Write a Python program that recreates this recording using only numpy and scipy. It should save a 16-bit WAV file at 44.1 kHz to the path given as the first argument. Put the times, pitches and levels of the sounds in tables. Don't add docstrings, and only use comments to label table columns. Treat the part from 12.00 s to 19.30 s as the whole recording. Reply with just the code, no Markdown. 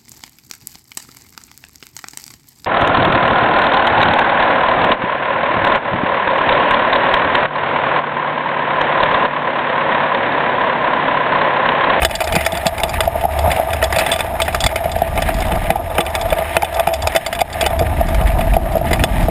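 import sys
import numpy as np
from scipy import signal
from scipy.fft import rfft, irfft
from scipy.io import wavfile
from scipy.ndimage import uniform_filter1d

SR = 44100
rng = np.random.default_rng(int(sys.argv[2]) if len(sys.argv) > 2 else 0)


def generate_wav(signal):
    frames = np.transpose(np.atleast_2d(signal))
    scaled = np.clip(frames, -1, 1) * 32767
    pcm = np.round(scaled).astype(np.int16)
    wavfile.write(sys.argv[1], SR, pcm)


N = 321930
T = np.arange(N) / SR

# time_s, rumble_db, crunch_db
TYRE_LEVELS = [(0.0, -27, -34), (0.43, -21.5, -28.5), (0.69, -23.5, -33), (1.3, -18.5, -31.5),
               (1.57, -16.5, -25.5), (1.77, -24, -33), (2.01, -16.5, -25), (2.22, -23.5, -35),
               (2.5, -21.5, -28.5), (2.91, -23.5, -33), (3.39, -21.5, -29), (3.94, -23, -33.5),
               (4.11, -22, -32.5), (4.41, -19, -29.5), (4.74, -22.5, -32), (5.0, -22.5, -31),
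               (5.22, -26.5, -29), (5.35, -29.5, -38.5), (5.57, -22.5, -30.5), (5.77, -22.5, -33),
               (6.04, -22.5, -31.5), (6.38, -21.5, -32.5), (6.69, -22.5, -35.5), (7.3, -20.5, -30)]
# pitch_hz, level_db
GRAVEL_SPECTRUM = [(80, -53), (150, -11), (400, -19), (1000, -41), (1700, -10), (2450, -15), (3300, -22),
                   (4300, -31.5), (5950, -69)]
# pitch_hz, level_db
DUST_SPECTRUM = [(1500, -37), (2800, -7), (3700, 10), (4400, -14), (5200, 8), (6500, -23)]
# time_s, peak_db, push_hz, thud_db (the thud peaks thud_db + 10 above peak_db)
BUMPS = [(0.021, -12, 656, -32.5), (0.051, -8, 875, -43.5), (0.338, -16.5, 720, -6), (0.363, -17, 706, -1),
         (0.528, -10.5, 727, -18.5), (0.66, -2.5, 673, -18), (0.836, -11, 686, -17), (1.076, 0.5, 695, -51),
         (1.155, -8.5, 660, -20.5), (1.238, -5.5, 770, -25), (1.252, 0, 765, -29), (1.476, -5.5, 664, -19),
         (1.597, 0.5, 678, -47), (1.83, -11, 710, -20), (1.903, -13, 686, -25), (1.969, -4, 653, -28),
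         (2.856, -5, 655, -24.5), (2.962, -6, 710, -22.5), (3.019, 2.5, 718, -29), (3.291, -7.5, 674, -19),
         (3.522, -13.5, 656, -10), (3.704, 1.5, 761, -17), (3.757, 0.5, 783, -48), (3.988, -1, 768, -13.5),
         (4.323, -2.5, 595, -25), (4.387, -5.5, 673, -23), (4.567, -3, 890, -15.5), (4.631, 3.5, 796, -30),
         (4.804, -7, 657, -40), (4.874, 0, 744, -22), (4.932, -5.5, 693, -43), (5.159, -3, 690, -28),
         (5.416, 0.5, 748, -41), (5.626, -6.5, 697, -17.5), (5.81, -3.5, 677, -13), (6.011, 0, 675, -34),
         (6.391, -8, 710, -26.5), (6.566, 1.5, 730, -21.5), (6.753, -2.5, 647, -21),
         (6.767, -2, 657, -22.5), (6.812, -7, 657, -20), (6.908, -8, 730, -10), (7.283, -3, 687, -15.5)]
# start_s, metal_peak_db, clack_above_metal_db
SLAPS = [(0.0189, -21, 14.5), (0.0298, -16, 5), (0.0486, -1, -1), (0.1096, -16, 3), (0.1519, -10, -7),
         (0.2039, -14, 4.5), (0.2158, -19.5, 8.5), (0.2404, -15.5, -10), (0.2728, -16, 2.5),
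         (0.3232, -13, 2), (0.3519, -7, -2), (0.3614, -24.5, 19), (0.408, -20.5, 8), (0.4489, -14, -4),
         (0.4627, -8.5, 4.5), (0.5202, -15, -6), (0.5511, -17, -1.5), (0.5717, -17, 1.5),
         (0.6549, -23.5, 12), (0.666, -2.5, -4.5), (0.7796, -20.5, 4.5), (0.8335, -6, -3.5),
         (0.893, -15, -2), (0.94, -22.5, 9.5), (1.0051, -5, 0), (1.3892, -14, -3), (1.514, -12.5, 3),
         (1.732, -16, 2), (1.8161, -33, 17.5), (1.8257, -23, 18.5), (1.8392, -5, -5), (1.925, -13.5, 5),
         (1.9602, -13, 3.5), (1.985, -8, 0.5), (1.9936, -11.5, 3), (2.0628, -12.5, 3.5), (2.115, -4, -9),
         (2.1241, -18.5, 6.5), (2.134, -11, -5.5), (2.16, -17.5, 2.5), (2.1903, -17, 6), (2.2054, -10, 0.5),
         (2.4005, -27.5, 19.5), (2.4177, -4, -5), (2.4797, -18, 9), (2.5461, -14, 7), (2.6042, -6.5, -10.5),
         (2.6389, -5, -6), (2.6625, -2.5, -3.5), (2.758, -20, 11.5), (2.9163, -15.5, -10.5),
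         (3.1757, -16, 4.5), (3.2204, -14.5, 5.5), (3.2874, -24.5, 12), (3.3413, -18, -4),
         (3.4035, -16, -15.5), (3.5179, -23, 10.5), (3.7031, -12, 8), (3.9811, -18, 14), (4.004, -8, 2),
         (4.0637, -17, 2.5), (4.151, -10, -1), (4.2117, -14, -5.5), (4.3027, -17, 0), (4.3274, -18, 11.5),
         (4.384, -18.5, 3.5), (4.566, -14, 14.5), (4.621, -14.5, 8), (4.645, -11, -0.5),
         (4.7431, -16.5, -23), (4.7681, -24, 4), (4.796, -9.5, 0), (4.8709, -16, 7.5), (4.8862, -19, 8),
         (4.9365, -9, -1), (5.021, -12, -15.5), (5.0714, -8, 2.5), (5.1493, -19.5, 11.5), (5.1621, -3, 2),
         (5.2625, -9, -2), (5.327, -16, 5), (5.3502, -16.5, -1), (5.3902, -16.5, 1), (5.4063, -12, -1),
         (5.4136, -10.5, -1), (5.5281, -18, -9), (5.6101, -5.5, -4), (5.662, -9.5, 3.5), (5.7917, -13, -3),
         (6.1452, -34.5, 19), (6.4075, -24, 9.5), (6.535, -25, 9.5), (6.9098, -21, 9), (6.9306, -9, 1.5),
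         (6.9935, -32.5, 19), (7.0376, -2.5, 1.5)]
# start_s, length_s, level_db
SCRAPES = [(0.333, 0.11, -25.5), (1.933, 0.12, -27), (4.438, 0.082, -30), (5.605, 0.078, -24)]

# pitch_hz, width_hz, level_db
CASE_MODES = [(662, 43, 0.5), (755.6, 32.7, -3.5), (848, 108, -8.5), (330.7, 31, -17.5), (1182, 22, -13.5)]
# pitch_hz, width_hz, level_db
THUD_MODES = [(171, 46, 2.5), (346, 16.3, 2.5), (469, 24.5, 2.5)]
# pitch_hz, width_hz, level_db
CLACK_MODES = [(1305, 386, -9.5), (2028, 206, 4), (2122, 200, 2.5), (2492, 210, 2.5), (3022, 71, -3.5)]
# pitch_hz, width_hz, level_db
METAL_MODES = [(3468, 116, 19.5), (4010, 190, 7), (4722, 197, 11.5), (5280, 120, 1), (5090, 130, 7.5)]

# time_s, level_db
LOW_RUMBLE_LEVELS = [(0.0, -34), (0.04, -16.5), (0.14, -43), (0.32, -27.5), (0.87, -32.5), (1.0, -20),
                     (1.22, -30), (1.46, -16), (1.67, -35.5), (1.71, -24), (1.95, -19.5), (2.01, -36),
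                     (2.56, -27.5), (4.92, -29), (5.06, -21.5), (5.16, -42.5), (5.9, -16.5), (6.1, -26),
                     (6.24, -20), (6.63, -24.5), (7.03, -20), (7.05, -37), (7.26, -26), (7.3, -27)]
# pitch_hz, level_db
WIND_SPECTRUM = [(18, -4), (30, -14.5), (42, -0.5), (55, -10), (100, -12.5), (180, -18), (320, -23),
                 (600, -56)]
# time_s, level_db
GUST_LEVELS = [(0.0, -25.5), (0.26, -38), (0.32, -23), (0.43, -39), (1.0, -26), (1.24, -29), (1.44, -34),
               (2.62, -28), (2.66, -12.5), (2.7, -34.5), (3.17, -21), (3.58, -20.5), (4.11, -36),
               (4.33, -22), (4.37, -38), (5.61, -30.5), (5.9, -21.5), (6.46, -17.5), (6.75, -17.5),
               (6.79, -23.5), (7.03, -15), (7.08, -19), (7.26, -13), (7.3, -28.5)]


def tyre():
    kicks = rng.standard_normal(N) * flicker(db=2.22, ms=5.5) * flicker(db=2.23, ms=25)
    rumble = unit_level(ring(filtered(kicks, [300, 1500], "bandpass"), CASE_MODES))
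    grit = shaped_noise(GRAVEL_SPECTRUM) * flicker(db=2.8, ms=4) * flicker(db=2.6, ms=20)
    gravel = unit_level(grit + 0.071 * ring(grit, CLACK_MODES + METAL_MODES))
    crunch = gravel + gain_of(-15.5) * shaped_noise(DUST_SPECTRUM)
    rumble_db, crunch_db = level_curve(TYRE_LEVELS), level_curve(TYRE_LEVELS, column=2)
    return gain_of(rumble_db) * rumble + gain_of(crunch_db) * crunch


def bumps():
    out, t = np.zeros(N), T[:3000]
    swell = np.exp(-((t - 0.008) / 0.0029) ** 2)
    for time_s, peak_db, push_hz, thud_db in BUMPS:
        grit = rng.standard_normal(len(t))
        push = (np.sin(2 * np.pi * push_hz * t) + 0.46 * grit) * swell
        soft_push = uniform_filter1d(push, size=21)
        thud = ring(uniform_filter1d(grit * swell, size=45), THUD_MODES)
        start_s = time_s - 0.005
        add(out, start_s, peak_db, ring(soft_push, CASE_MODES) + 0.9 * soft_push)
        add(out, start_s, peak_db + thud_db + 10, thud)
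    return out


def rattles():
    out, t = np.zeros(N), T[:2500]
    snap = (np.exp(-t / 0.0042) + 0.47 * np.exp(-t / 0.0077)) * np.minimum(t / 0.00022, 1)
    for start_s, metal_db, clack_above_db in SLAPS + small_slaps():
        blow = snap * rng.standard_normal(len(t))
        shifts = rng.standard_normal((len(CLACK_MODES), 2))
        metal = ring(blow, struck(METAL_MODES, shifts))
        clack = ring(blow, struck(CLACK_MODES, shifts[::-1]))
        clack_db = metal_db + clack_above_db
        add(out, start_s, metal_db, metal + 0.3 * filtered(blow, [2500, 5600], "bandpass"))
        add(out, start_s, clack_db, clack + 0.12 * filtered(blow, [900, 3000], "bandpass"))
        add(out, start_s, clack_db + 0.5, ring(blow, CASE_MODES))
    return out


def small_slaps():
    tries, usual_per_s, usual_crunch_db = 400, 16, -33
    when, chance, size, clack = rng.random((tries, 4)).T
    start_s = when * T[-1]
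    crunch_db = level_curve(TYRE_LEVELS, column=2)[(start_s * SR).astype(int)]
    per_s = usual_per_s * gain_of(1.1 * (crunch_db - usual_crunch_db))
    metal_db = -30.5 - 2.5 * np.log(1 - 0.95 * size)
    clack_above_db = 4 + 5 * (2 * clack - 1)
    happens = chance < per_s * T[-1] / tries
    return list(np.transpose([start_s, metal_db, clack_above_db])[happens])


def scrapes():
    grit = rng.standard_normal(N) * flicker(db=4.2, ms=2.6)
    bursts = sum(gain_of(db) * arch(start_s, length_s) for start_s, length_s, db in SCRAPES)
    return bursts * unit_level(ring(grit, CLACK_MODES))


def low_rumble():
    pitch_hz, narrow_hz, wide_hz = 73, 13, 40
    rumble = ring(rng.standard_normal(N), [(pitch_hz, narrow_hz, 0)])
    rumble = ring(rumble, [(pitch_hz, wide_hz, 0)])
    return gain_of(level_curve(LOW_RUMBLE_LEVELS)) * steadied(rumble, ms=47)


def wind():
    air = steadied(shaped_noise(WIND_SPECTRUM), ms=77)
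    air = air + 0.12 * (air ** 2 - 1)
    air = filtered(air, 25, "highpass")
    return gain_of(level_curve(GUST_LEVELS)) * unit_level(air)


def wind_flutter():
    beat_hz = 40.98 * flicker(db=1.2, ms=40.4)
    phase = 2 * np.pi * np.cumsum(beat_hz) / SR
    beats = unit_level(np.cos(phase) + 0.25 * np.cos(2 * phase))
    return gain_of(-15) * arch(start_s=5.97, length_s=0.76) * flicker(db=1.6, ms=30) * beats


def ring(x, modes):
    out = np.zeros(len(x))
    for k, (pitch_hz, width_hz, db) in enumerate(modes):
        decay = np.exp(-np.pi * width_hz / SR)
        turn = np.exp(2j * np.pi * pitch_hz / SR)
        ringing = 2 * signal.lfilter([1 - decay], [1, -decay * turn], x).real
        out += (-1) ** k * gain_of(db) * ringing
    return out


def struck(modes, shifts):
    return [(hz * (1 + 0.009 * pitch_shift), width_hz, db + 2.64 * level_shift)
            for (hz, width_hz, db), (pitch_shift, level_shift) in zip(modes, shifts)]


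def shaped_noise(spectrum):
    pitch_hz, level_db = np.transpose(spectrum)
    all_hz = np.fft.rfftfreq(N, 1 / SR)
    all_db = np.interp(np.log(all_hz + 1), np.log(pitch_hz + 1), level_db)
    return unit_level(irfft(rfft(rng.standard_normal(N)) * gain_of(all_db), N))


def flicker(db, ms):
    width = round(ms * SR / 1000)
    drift = uniform_filter1d(uniform_filter1d(rng.standard_normal(N), width), width)
    return gain_of(db * unit_level(drift))


def steadied(x, ms):
    nearby_power = uniform_filter1d(x ** 2, round(ms * SR / 1000))
    return unit_level(x / np.sqrt(nearby_power + 0.42 * np.mean(x ** 2)))


def arch(start_s, length_s):
    return np.sqrt(np.sin(np.pi * np.clip((T - start_s) / length_s, 0, 1)).clip(0))


def level_curve(table, column=1):
    rows = np.array(table)
    return np.interp(T, rows[:, 0], rows[:, column])


def filtered(x, hz, kind, order=2):
    return signal.sosfilt(signal.butter(order, hz, kind, fs=SR, output="sos"), x)


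def add(mix, start_s, peak_db, sound):
    part = mix[round(start_s * SR):][:len(sound)]
    part += gain_of(peak_db) * sound[:len(part)] / abs(sound).max()


def gain_of(db):
    return 10 ** (np.asarray(db) / 20)


def unit_level(x):
    return x / np.sqrt(np.mean(x ** 2) + 1e-20)


def scene():
    return (wind() + wind_flutter() + low_rumble() + tyre() + scrapes() + bumps() + rattles())[None]


def record(dry):
    limit_db, recovery_db_per_s = -10, 61
    camera_rate_hz, hold_steps, top_hz = 12000, 4, 15200
    sensed = filtered(dry[0], 200, "highpass")
    power_db = 10 * np.log10(abs(uniform_filter1d(sensed ** 2, 130, origin=64)) + 1e-12)
    recovery_db = T * recovery_db_per_s
    fading_peak_db = np.maximum.accumulate(power_db + recovery_db) - recovery_db
    over_db = np.maximum(fading_peak_db - limit_db, 0)
    turned_down = dry[0] / gain_of(0.86 * uniform_filter1d(over_db, 131, origin=65))
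    dulled = filtered(turned_down, 5500, "lowpass", order=6)
    slow = np.clip(signal.resample(dulled, N * camera_rate_hz // SR), -0.95, 0.95)
    held = signal.resample(np.repeat(slow, hold_steps), N)
    top_cut = signal.firwin(161, top_hz, window=("kaiser", 9), fs=SR)
    return signal.oaconvolve(held, top_cut, "same")[None]


dry = scene()
out = record(dry)
generate_wav(out)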